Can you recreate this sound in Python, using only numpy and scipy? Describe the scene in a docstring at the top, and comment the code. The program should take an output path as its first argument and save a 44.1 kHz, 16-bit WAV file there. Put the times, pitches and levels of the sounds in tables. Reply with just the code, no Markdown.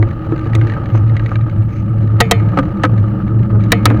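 """A bicycle rolls along a road, heard from a camera fixed to its handlebar.
From the start the road shakes the mount into a low drone over wind and tyre noise; loose parts tick
and bumps knock the housing. From about 1 s the chain rubs, then clinks, and a low hum swells.
At 2.2 s a hard part slaps metal twice, overloading the microphone. Heavier knocks follow,
and from 3.7 s a second pair of clacks rings out."""
import sys
import numpy as np
from scipy import signal
from scipy.fft import rfft, irfft
from scipy.io import wavfile

SR = 44100
rng = np.random.default_rng(int(sys.argv[2]) if len(sys.argv) > 2 else 0)


def generate_wav(sig):
    """Save sig (samples, or channels by samples) to the path in sys.argv[1] as 16-bit PCM at SR."""
    pcm = np.round(np.clip(np.atleast_2d(sig).T, -1, 1) * 32767).astype(np.int16)
    wavfile.write(sys.argv[1], SR, pcm)


N = 176400
HIT_T = np.arange(SR // 2) / SR  # time axis of one hit, t/s

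# Levels in the tables are relative; each layer adds its own trim.
# fader rides of the bed: t/s, hum/dB, frame ring/dB, tyre roar/dB, tyre hiss/dB
BED_LEVELS = [(0, -47, -27, -37, -47.5), (.69, -42, -27, -31, -42), (1.83, -28.5, -31.5, -40, -51),
              (2.4, -19.5, -27, -31.5, -44.5), (3.4, -17.5, -27, -36.5, -49), (4, -14, -24, -29.5, -41.5)]
# spectra of the wind rumble, the tyres' roar and their hiss: f/Hz, level/dB
WIND_EQ = [(15, -4), (55, -5), (72, -1.5), (85, -1), (135, 1), (165, -5), (250, -11), (390, -29),
           (900, -72.5)]
ROAR_EQ = [(390, -4.5), (560, 6.5), (700, -1.5), (880, 2.5), (1050, -12), (1170, 5.5), (1250, 9),
           (1400, -6.5), (1800, -11.5), (2600, -51)]
HISS_EQ = [(800, 11), (1020, -3), (1300, 10), (1700, 14), (2300, 3.5), (2950, 6.5), (3500, -6.5),
           (4200, -5), (5200, -15), (6400, -17.5), (16000, -54.5)]
# pitch of the low hum: t/s, f/Hz
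HUM_PITCH = [(0, 200), (1.9, 192), (2.4, 180.5), (2.9, 195.8), (3.7, 196.4), (4, 216.3)]
# resonances of the frame: f/Hz, width/Hz, level/dB
FRAME_BANDS = [(312.6, 18.2, 3.5), (339.5, 18, -1.5), (446.2, 6.4, -8.5), (551.3, 26, -8)]
# fader ride of the mount's drone: t/s, level/dB
MOUNT_SHAKE = [(0.0, -2), (0.2, -42.5), (0.32, -14), (0.36, -30), (0.44, -27), (0.475, -14.5), (0.58, -7.5),
               (0.72, -16.5), (0.905, -33.5), (0.93, -7.5), (1.26, -14.5), (1.3, -20.5), (1.43, -7.5),
               (1.48, -26), (1.6, -8), (1.7, -19.5), (2.16, -10.5), (2.32, -20.5), (2.36, -9.5),
               (2.43, -16), (2.48, -8), (2.53, -20.5), (2.73, -22), (3.01, -8), (3.2, -22.5), (3.4, -8),
               (3.49, -21), (3.53, -8.5), (3.81, -18.5), (3.88, -5.5), (4.0, -12.5)]
# housing mode rung by small jolts: f/Hz, level/dB, t60/s
CHATTER_MODES = [(1260, 0, 0.04)]

# chain rubs: t/s, length/s, level/dB
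RUB_CUES = [(0.925, 0.07, -44.5), (1.2, 0.18, -55), (1.67, 0.16, -50.5)]
# spectrum of a rub: f/Hz, level/dB
RUB_EQ = [(1200, -6.5), (2200, 14.5), (3500, -4.5), (5600, -8.5), (6400, 2), (6900, -19.5), (14000, -35)]
# clinks of single links: t/s
CLINK_CUES = [1.581, 1.632, 1.8945, 1.974, 3.412]
# modes of a link: f/Hz, level/dB, t60/s
LINK_MODES = [(2230, -42.5, .03), (8030, -54, .03)]

# ticks of loose parts: t/s, level/dB, tilt/(dB per octave)
TICK_CUES = [(0.026, -19.5, -6.5), (0.1103, -30.5, 0), (0.3197, -38.5, 4.5), (0.533, -22.5, -0.5),
             (0.5511, -15, 7.5), (0.613, -21, -4.5), (0.6705, -26, 1), (0.6975, -21, -3),
             (0.7198, -23.5, -2), (0.737, -28, -3), (0.8576, -27, -1.5), (1.096, -29, -4),
             (1.167, -20.5, 0), (1.1955, -22, -4.5), (1.2608, -22, -1.5), (1.3559, -20, -2),
             (1.4099, -31, -4), (1.497, -32, 2), (2.398, -32.5, 2.5), (2.8352, -10, 3), (2.851, -17.5, 0),
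             (2.978, -30, 0), (3.638, -32, 6), (3.902, -16.5, -7)]
# modes of a loose part: f/Hz, level/dB, t60/s
LOOSE_MODES = [(1741, -0.5, 0.035), (2084, -4, 0.039), (2934, -13.5, 0.016)]
# spectrum of a tick's contact noise: f/Hz, level/dB
TICK_EQ = [(1050, 3), (1800, 9), (2900, 5), (3400, -6.5), (3900, 4.5), (5300, -19.5), (6300, -10.5),
           (8000, -24.5), (16000, -50)]

# bumps: t/s, housing knock/dB, frame thump/dB
KNOCK_CUES = [(0.024, -16, -9), (0.322, -19, -7), (0.462, -22.5, -15.5), (0.551, -19, -11.5),
              (0.766, -20.5, -22), (0.948, -12, -16.5), (1.315, -14, -19.5), (1.464, -28, -35),
              (2.573, -3, -10), (2.587, -2.5, -3), (2.8378, 1, -3.5), (2.85, -7.5, -10.5),
              (3.201, -22, -29.5), (3.501, -24, -49), (3.859, -3, -3.5), (3.906, -10, -4),
              (3.945, -21.5, -6.5)]
# modes of the housing and low modes of the frame: f/Hz, level/dB, t60/s
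HOUSING_MODES = [(535, -14.5, 0.17), (775, -0.5, 0.014), (1253, -1.5, 0.048), (1596, -11, 0.037)]
THUMP_MODES = [(299.4, 2.5, 0.13), (259, -7, 0.094), (461, -8.5, 0.07)]
# spectrum of a knock's scuff: f/Hz, level/dB
SCUFF_EQ = [(200, -12.5), (650, 0.5), (1050, 0), (1350, 2), (2200, -12), (3200, -24.5), (9000, -45.5)]

# clacks: t/s, level/dB, tilt/(dB per octave), metal ring/dB, mode favoured by the contact point f/Hz
CLACK_CUES = [(2.2039, 15, -2, -24, 1880), (2.3116, 12.5, -2, -24, 3173), (3.7198, 11, -2, -26, 1781),
              (3.8554, 6, -1, -27.5, 1260)]
# modes of the slapping part and of the struck metal: f/Hz, level/dB, t60/s
PART_MODES = [(457, -25, 0.15), (700, -20, 0.083), (1262, -9, 0.04), (1846, -6.5, 0.037),
              (1975, -12.5, 0.05), (2355, -8.5, 0.022), (2800, -11.5, 0.012), (3145, -3.5, 0.014),
              (3880, 5.5, 0.016), (4460, 2, 0.014), (5505, 1, 0.0069), (7900, -13.5, 0.006)]
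METAL_MODES = [(1810, -3, 0.22), (2110, -4.5, 0.31), (2220, -2, 0.32), (2400, -4, 0.29), (2560, -4, 0.17),
               (2893, -15.5, 0.25), (3080, -3, .14), (3560, -5.5, 0.13), (4200, -20, .3),
               (6730, -25.5, 0.29), (10900, -26, .13)]
# spectra of a clack's attack and its buzzing tail: f/Hz, level/dB
CRACK_EQ = [(200, 15.5), (2500, 6.5), (4500, -11), (9000, -33.5), (16000, -21.0)]
BUZZ_EQ = [(400, -6.0), (2200, 3.5), (4400, -7), (6000, -27.5)]

MOUNT_HZ, MOUNT_WANDER_HZ, MOUNT_WOBBLE_DB = 110.02, 3.5, 1.6
WIND_DB_PER_SHAKE_DB = 0.15
JOLTS_PER_S, KNOCK_RISE_S = 57, 0.0009
PATTER_PER_S, PATTER_VOICES, PATTER_SPREAD_DB = 47, 16, 3.5
CONTACT_DB, CONTACT_T60_S, METAL_UNEVEN_DB = 4, 0.022, 1.8
OVERLOAD_LEVEL, LOW_CUT_HZ, HIGH_CUT_HZ = 0.6, 30, 16300


def amp(db):
    """Decibels to gain."""
    return 10 ** (np.asarray(db) / 20)


def unit(x):
    """Scales to rms 1."""
    return x / np.sqrt(np.mean(x ** 2) + 1e-20)


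def curve(rows, column=1):
    """One column of a time table as an automation curve."""
    rows = np.array(rows)
    return np.interp(np.arange(N) / SR, rows[:, 0], rows[:, column])


def add(mix, s, sound):
    """Mixes a sound in at time s."""
    part = mix[max(round(s * SR), 0):][:len(sound)]
    part += sound[:len(part)]


def eq(x, points):
    """Filters by an EQ curve drawn over log frequency."""
    f, db = np.transpose(points)
    hz = np.fft.rfftfreq(len(x), 1 / SR)
    return irfft(rfft(x) * amp(np.interp(np.log(hz + 1), np.log(f), db)), len(x))


def tilted(x, tilt_db):
    """Brightens or dulls by tilt_db per octave, pivoting at 2 kHz."""
    return eq(np.pad(x, (0, 2526)), [(500, -2 * tilt_db), (16000, 3 * tilt_db)])[:len(x)]


def noise(points, length=N):
    """Coloured noise at rms 1."""
    return unit(eq(rng.standard_normal(length), points))


def drift(rate_hz):
    """Smooth random modulation up to about rate_hz."""
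    hz = np.fft.rfftfreq(N, 1 / SR)
    return unit(irfft(rfft(rng.standard_normal(N)) / (1 + (hz / rate_hz) ** 4), N))


def shaken(hz, width_hz):
    """A resonance driven at random: a narrow band of noise."""
    phase = 2 * np.pi * np.cumsum(hz * np.ones(N)) / SR
    return unit(drift(width_hz) * np.cos(phase) + drift(width_hz) * np.sin(phase))


def ring(modes, scatter=0, uneven_db=0):
    """Modes decaying after one blow, detuned by up to the fraction scatter and driven unevenly."""
    out = np.zeros(len(HIT_T))
    for hz, db, t60 in modes:
        decay = amp(db + uneven_db * rng.standard_normal() - 60 * HIT_T / t60)
        polarity = rng.choice([-1, 1])
        detuned_hz = hz * (1 + scatter * rng.uniform(-1, 1))
        out += decay * polarity * np.sin(2 * np.pi * detuned_hz * HIT_T)
    return out


def burst(points, t60, rise_s):
    """A short scrape of contact noise."""
    return noise(points, len(HIT_T)) * amp(-60 * HIT_T / t60) * (1 - np.exp(-HIT_T / rise_s))


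def soft_attack(rise_s):
    """An S-shaped fade-in that rounds off a hit."""
    return 1 - np.exp(-(HIT_T / rise_s) ** 2)


def whine():
    """The camera's electronics give a faint, thin whine."""
    return amp(-73.5) * shaken(13760, width_hz=60)


def road_bed():
    """Wind rumbles, a low hum swells, the shaken frame rings and the tyres roar and hiss unevenly."""
    flutter_db = 2.2 * drift(rate_hz=60)
    shake_db = curve(MOUNT_SHAKE)
    wind = noise(WIND_EQ) * amp(-19 + WIND_DB_PER_SHAKE_DB * (shake_db - shake_db.mean()))
    hum = shaken(curve(HUM_PITCH), width_hz=22) * amp(curve(BED_LEVELS, column=1) - 1.5)
    bands = sum(amp(db) * shaken(hz, width) for hz, width, db in FRAME_BANDS)
    frame = unit(bands) * amp(curve(BED_LEVELS, column=2) - 0.5)
    roar = noise(ROAR_EQ) * amp(curve(BED_LEVELS, column=3) + flutter_db)
    hiss = noise(HISS_EQ) * amp(curve(BED_LEVELS, column=4) + flutter_db)
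    return wind + hum + frame + roar + hiss


def housing_chatter():
    """The grain of the road keeps the housing chattering, riding the roar's fader."""
    jolts = (rng.random(N) < JOLTS_PER_S / SR) * rng.standard_normal(N)
    rattle = signal.oaconvolve(jolts, soft_attack(KNOCK_RISE_S) * ring(CHATTER_MODES))[:N]
    return amp(curve(BED_LEVELS, column=3) + 1.5) * rattle


def mount_drone():
    """The camera mount sways at its own pitch, as hard as the road shakes it."""
    phase = 2 * np.pi * np.cumsum(MOUNT_HZ + MOUNT_WANDER_HZ * drift(rate_hz=13.51)) / SR
    level_db = curve(MOUNT_SHAKE) + 0.5 + MOUNT_WOBBLE_DB * drift(rate_hz=22)
    return np.sqrt(2) * np.sin(phase) * amp(level_db)


def chain():
    """The chain rubs in short gritty spells, and single links clink."""
    spells, clinks = np.zeros(N), np.zeros(N)
    for s, length, db in RUB_CUES:
        add(spells, s, amp(db) * signal.windows.tukey(int(length * SR)))
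    attack = 1 - np.exp(-HIT_T / KNOCK_RISE_S)
    for s in CLINK_CUES:
        add(clinks, s, attack * ring(LINK_MODES, uneven_db=METAL_UNEVEN_DB))
    return spells * noise(RUB_EQ) * amp(3 * drift(rate_hz=90)) + clinks


def tick():
    """One loose part taps: a short ring at its own pitch plus contact noise."""
    body = soft_attack(rise_s=0.0006) * ring(LOOSE_MODES, scatter=0.15)
    return body + amp(-4) * burst(TICK_EQ, t60=0.024, rise_s=0.0002)


def loose_parts():
    """Loose parts tick on cue, over a random patter of smaller ticks that rides the hiss's fader."""
    out = np.zeros(N)
    for s, db, tilt in TICK_CUES:
        add(out, s, amp(db) * tilted(tick(), tilt))
    patter_gain = amp(curve(BED_LEVELS, column=4) + 4)
    for _ in range(PATTER_VOICES):
        triggers = rng.random(N) < PATTER_PER_S / PATTER_VOICES / SR
        sizes = amp(PATTER_SPREAD_DB * np.minimum(rng.exponential(1, N), 3))
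        out += patter_gain * signal.oaconvolve(triggers * sizes, tilted(tick(), tilt_db=1))[:N]
    return out


def knocks():
    """Soft-edged bumps jolt the housing and thump the frame."""
    out = np.zeros(N)
    attack = soft_attack(KNOCK_RISE_S)
    for s, db, thump_db in KNOCK_CUES:
        scuff = amp(-9) * burst(SCUFF_EQ, t60=0.06, rise_s=KNOCK_RISE_S)
        housing = amp(1) * ring(HOUSING_MODES, scatter=0.049)
        add(out, s, attack * amp(db) * (housing + scuff))
        add(out, s, attack * amp(thump_db - 3.5) * ring(THUMP_MODES, scatter=0.11))
    return out


def clacks():
    """A hard part slaps against metal, which rings on with a buzzing edge."""
    out = np.zeros(N)
    for s, db, tilt, ring_db, contact_hz in CLACK_CUES:
        crack = amp(2.5) * burst(CRACK_EQ, t60=0.027, rise_s=0.00018)
        buzz = amp(-6) * burst(BUZZ_EQ, t60=0.19, rise_s=0.002)
        body = ring(PART_MODES + [(contact_hz, CONTACT_DB, CONTACT_T60_S)], scatter=0.014)
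        metal = ring(METAL_MODES, uneven_db=METAL_UNEVEN_DB)
        add(out, s, amp(db) * tilted(body + crack, tilt))
        add(out, s, amp(ring_db) * (metal + buzz))
    return out


def scene():
    """The mono mix: the rolling bed, then the hits, the chain and the whine."""
    rolling = mount_drone() + road_bed() + housing_chatter()
    return (rolling + clacks() + knocks() + loose_parts() + chain() + whine())[None]


def record(dry):
    """The input overloads, its coupling tilts the flattened peaks, and the top end is cut."""
    drive = signal.resample_poly(dry, 4, 1, axis=1) / OVERLOAD_LEVEL  # oversampled against aliasing
    saturated = drive / (1 + drive ** 12) ** (1 / 12)
    flattened = OVERLOAD_LEVEL * signal.resample_poly(saturated, 1, 4, axis=1)
    coupled = signal.lfilter(*signal.butter(1, LOW_CUT_HZ, "high", fs=SR), flattened)
    high_cut = signal.firwin(255, HIGH_CUT_HZ, window=("kaiser", 9), fs=SR)
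    return signal.oaconvolve(coupled, high_cut[None], "same")


dry = scene()
out = record(dry)
generate_wav(out)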